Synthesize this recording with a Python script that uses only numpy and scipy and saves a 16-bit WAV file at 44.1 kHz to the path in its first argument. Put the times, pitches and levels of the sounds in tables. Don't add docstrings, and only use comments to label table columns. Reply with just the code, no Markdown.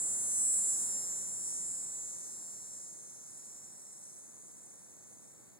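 import sys
import numpy as np
from scipy import signal
from scipy.fft import rfft, irfft, next_fast_len
from scipy.io import wavfile
from scipy.ndimage import uniform_filter1d

SR = 44100
rng = np.random.default_rng(int(sys.argv[2]) if len(sys.argv) > 2 else 0)


def generate_wav(signal):
    frames = np.transpose(np.atleast_2d(signal))
    scaled = np.clip(frames, -1, 1) * 32767
    pcm = np.round(scaled).astype(np.int16)
    wavfile.write(sys.argv[1], SR, pcm)


N = 246519


def undb(db):
    return 10 ** (np.asarray(db) / 20)


def unit(x):
    return x / np.sqrt(np.mean(x ** 2))


def over_time(table):
    return np.interp(np.arange(N) / SR, *np.transpose(table))


def on_log(table):
    hz, value = np.transpose(table)
    return lambda f: np.interp(np.log(f), np.log(hz), value)


def filtered(x, response):
    size = next_fast_len(N + SR // 10)
    f = np.arange(size // 2 + 1) * SR / size + 1e-3
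    return irfft(rfft(x, size) * response(f), size)[:N]


def filtered_noise(response):
    return filtered(rng.standard_normal(N), response)


def mode(f, hz, width):
    return (1 + 1j * (f / hz - hz / f) * hz / width) ** -2


def walk(hz):
    hold = int(SR / hz)
    steps = np.repeat(rng.standard_normal(N // hold + 1), hold)
    smooth = uniform_filter1d(uniform_filter1d(steps, hold), hold)
    return 1.3 * smooth[:N]


def clicks(at_s, size):
    out = np.zeros(N + 64)
    place = np.clip(at_s * SR, 0, N) + 16
    tap = np.floor(place)[:, None] + np.arange(-11, 13)
    away = tap - place[:, None]
    pulse = np.sinc(away) * np.cos(np.pi * away / 24) ** 2
    np.add.at(out, tap.astype(int), size[:, None] * pulse)
    return out[16:N + 16]


# width of each band-pass [f/Hz], then [f/Hz, level/dB] at full effort, easing and fading
BODY_MODES = [(1810, 4350, -39, 4000, -34, 4265, -25.5), (585, 5280, -27.5, 5520, -14.5, 5260, -14.5),
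              (350, 5855, -13.5, 5980, -12, 5800, -4), (345, 6470, -10.5, 6660, -6.5, 6497, 1.5),
              (308, 7230, -2, 7320, 5.5, 7090, 3), (284, 7620, -4.5, 7950, 2.5, 7680, 1.5),
              (284, 7980, 4.5, 8330, 1.5, 8170, 1.5), (340, 8400, 0.5, 8750, -1, 8600, 1),
              (450, 9150, 0, 9200, -2.5, 9130, -8.5), (400, 9550, -4.5, 9750, -13.5, 10000, -12),
              (400, 10270, -10.5, 10200, -15.5, 10450, -14), (350, 11040, -15, 10800, -22.5, 11050, -17),
              (690, 11900, -21, 11550, -21, 11500, -18), (595, 12520, -22, 12400, -19, 11000, -17),
              (910, 13400, -30, 13300, -33, 12900, -18.5)]
STROKE_MS_PER_KHZ = -1.4


def body(stage):
    modes = []
    for row in BODY_MODES:
        hz, db = np.reshape(row[1:], (3, 2))[2 - stage]
        modes.append((row[0], hz, db))

    def response(f):
        sweep = np.exp(-1j * np.pi * STROKE_MS_PER_KHZ * (f / 1000) ** 2)
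        return sweep * sum((-1) ** m * undb(db) * mode(f, hz, width)
                           for m, (width, hz, db) in enumerate(modes))
    return response


TWIGS_T60_S, TWIGS_DB, TWIGS_SWAY_HZ = .045, -7, 6.5


def twigs(x, count=5):
    t = np.arange(int(TWIGS_T60_S * SR)) / SR
    echoes = rng.standard_normal((count, len(t))) * 1000. ** (-t / TWIGS_T60_S)
    echoes /= np.sqrt(np.sum(echoes ** 2, axis=1, keepdims=True))
    sway = np.array([walk(TWIGS_SWAY_HZ) for _ in echoes])
    sway /= np.sqrt(np.sum(sway ** 2, axis=0))
    scattered = sum(w * signal.fftconvolve(x, e)[:N] for w, e in zip(sway, echoes))
    return (x + undb(TWIGS_DB) * scattered) / np.sqrt(1 + undb(2 * TWIGS_DB))


# [t/s, f/Hz]
MUSCLE_RATE = [(0.0, 190.2), (0.4, 190.15), (0.6, 189.52), (0.68, 188.78), (0.76, 187.46), (0.92, 183.24),
               (1.0, 181.37), (1.08, 180.05), (1.2, 178.62), (1.4, 176.45), (1.6, 175.0), (2.0, 172.14),
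               (2.4, 169.8), (3.2, 165.6), (3.8, 163.06), (4.4, 160.13), (5.59, 155.3)]
RATE_WOBBLE_HZ, WOBBLES_HZ = .08, 14.
EFFORT_RATES = 161.8, 175.9, 188.1
# [t/s, level/dB]
EVEN_LEVEL = [(0, -36), (.1, -35), (.5, -31), (.8, -30.5), (1.0, -33), (1.4, -38.5), (1.5, -36.5),
              (1.65, -40.5), (2.0, -41.5), (2.3, -42.5), (2.7, -45), (3.0, -50.5), (3.5, -52.5), (4.2, -59),
              (4.4, -66), (5.0, -62.5), (5.3, -66), (5.59, -78)]
# [t/s, level/dB]
RASP_LEVEL = [(0, -49), (.12, -45), (.3, -47), (.6, -43), (.9, -43), (1.3, -44), (1.8, -45.5), (2.6, -48),
              (3.3, -49.5), (4.2, -50.5), (4.6, -52.5), (5.3, -54.5), (5.59, -59)]
RASP_HZ, RASP_WIDTH_HZ = 9300, 8000
# [t/s, lag/us]
SECOND_DRUM_LAG = [(0, 6.7), (.1, 26), (.25, 3.2), (.45, 4.9), (.55, 10), (.72, 4.9), (.88, 33), (1.05, 21),
                   (1.25, 17), (1.9, 7.4), (2.15, 33), (2.4, 27), (3.0, 64), (4.0, 20), (4.3, 19),
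                   (4.8, 72), (5.1, 55), (5.59, 46)]
LAG_WANDERS_US, LAG_WANDERS_HZ = 3, 9.
# [t/s, share turned 0-1]
UPPER_RING_TURNED = [(0, 0), (.25, 0.22), (.45, 0.62), (.62, 0.54), (.8, .75), (.95, 0.94), (1.1, 0.3),
                     (1.35, 0), (1.6, 0.02)]
TURNED_HZ, TURNED_WIDTH_HZ = 9460, 1160


def cicada():
    t = np.arange(N) / SR
    steady_rate = over_time(MUSCLE_RATE)
    rate = steady_rate + RATE_WOBBLE_HZ * walk(WOBBLES_HZ)
    effort = np.interp(steady_rate, EFFORT_RATES, (0, 1, 2))
    lag_us = over_time(SECOND_DRUM_LAG) + LAG_WANDERS_US * walk(LAG_WANDERS_HZ)

    cycles = np.cumsum(rate) / SR
    stroke = np.arange(int(2 * cycles[-1]))
    at = np.interp(stroke / 2, cycles, t)
    at += stroke % 2 * np.interp(at, t, lag_us) * 1e-6

    chance = rng.standard_normal((len(at), 10))
    beat = at + 2e-6 * chance[:, 0]
    size = undb(.4 * chance[:, 1])
    first = clicks(beat[0::2], size[0::2])
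    second = clicks(beat[1::2], size[1::2])
    upper = filtered(second, lambda f: abs(mode(f, TURNED_HZ, TURNED_WIDTH_HZ)))
    even = unit(first + second - 2 * over_time(UPPER_RING_TURNED) * upper)

    loose = at[:, None] + 1e-3 * chance[:, 2:6]
    strength = undb(.37 * chance[:, 6:])
    uneven = unit(clicks(loose.ravel(), strength.ravel()))
    rasp = filtered(uneven, lambda f: mode(f, RASP_HZ, RASP_WIDTH_HZ))

    drive = undb(over_time(EVEN_LEVEL)) * even + undb(over_time(RASP_LEVEL)) * rasp
    ring = 0
    for stage in range(3):
        response = body(stage)
        weight = np.clip(1 - abs(effort - stage), 0, 1)
        ring = ring + weight * filtered(drive, response) / np.std(filtered(even, response))
    return twigs(ring)


# [f/Hz, level/dB in each Hz]
AIR_COLOUR = [(30, -22), (70, -8), (130, 0), (350, -2), (600, -4), (900, -8), (1200, -13), (2000, -16),
              (3000, -23), (3900, -19), (4900, -22.5), (5500, -22), (6200, -20), (9000, -17), (14000, -19),
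              (15800, -18)]
# [f/Hz, share 0-1]
AIR_APART = [(60, 0), (200, 0.88), (600, 0.86), (1000, 0), (1400, 0), (2200, 0), (6000, 0), (16000, 0)]


def air():
    colour, apart = on_log(AIR_COLOUR), on_log(AIR_APART)
    common = filtered_noise(lambda f: undb(colour(f)) * np.sqrt(1 - apart(f)))
    own = np.array([filtered_noise(lambda f: undb(colour(f)) * np.sqrt(apart(f)))
                    for _ in range(2)])
    scale = np.std(common + own[0])
    return common / scale, own / scale


# [f/Hz, width of each band-pass f/Hz, level/dB against the air]
INSECT_BANDS = [(14350, 70, -16), (14550, 70, -16)]


def trill():
    total = 0
    for hz, width, db in INSECT_BANDS:
        band = unit(filtered_noise(lambda f: mode(f, hz, width)))
        total = total + undb(db + 1.5 * walk(6.)) * band
    return total


# [t/s, level/dB]
TRAFFIC_LEVEL = [(0, -61), (1, -62.5), (1.6, -59), (2.1, -67), (3, -69.5)]
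RUMBLE_HZ, RUMBLE_WIDTH_HZ = 179, 215


def rumble(opposite=0.52):
    a, b, c = (unit(filtered_noise(lambda f: mode(f, RUMBLE_HZ, RUMBLE_WIDTH_HZ)))
               for _ in range(3))
    shared = np.sqrt(opposite) * np.array([a, -a])
    separate = np.sqrt(1 - opposite) * np.array([b, c])
    return undb(over_time(TRAFFIC_LEVEL)) * (shared + separate)


AIR_DB, AIR_SINKS_DB, AIR_SINKS_FROM_S, AIR_SINK_S = -54, -8.5, 0.94, 1.08
RIGHT_LATE_S = 15 / SR
# [f/Hz, level/dB]
RIGHT_TONE = [(60, .5), (200, -1.3), (600, -1), (1400, 0), (3000, .1), (7000, 1.2), (10000, .8),
              (13000, -.8)]


def scene():
    since = np.clip(np.arange(N) / SR - AIR_SINKS_FROM_S, 0, None)
    sink_db = AIR_SINKS_DB * (1 - np.exp(-since / AIR_SINK_S))
    background = undb(AIR_DB + sink_db + .5 * walk(3.13))
    common, own = air()
    field = cicada() + background * (common + trill())
    late = filtered(field, lambda f: np.exp(-2j * np.pi * f * RIGHT_LATE_S))
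    left, right = np.array([field, -late]) + background * own + rumble()
    right_tone = on_log(RIGHT_TONE)
    return np.array([left, filtered(right, lambda f: undb(right_tone(f)))])


TOP_HZ = 15730


def record(dry):
    low_pass = signal.ellip(10, .2, 70, TOP_HZ, fs=SR, output="sos")
    return signal.sosfilt(low_pass, dry)


dry = scene()
out = record(dry)
generate_wav(out)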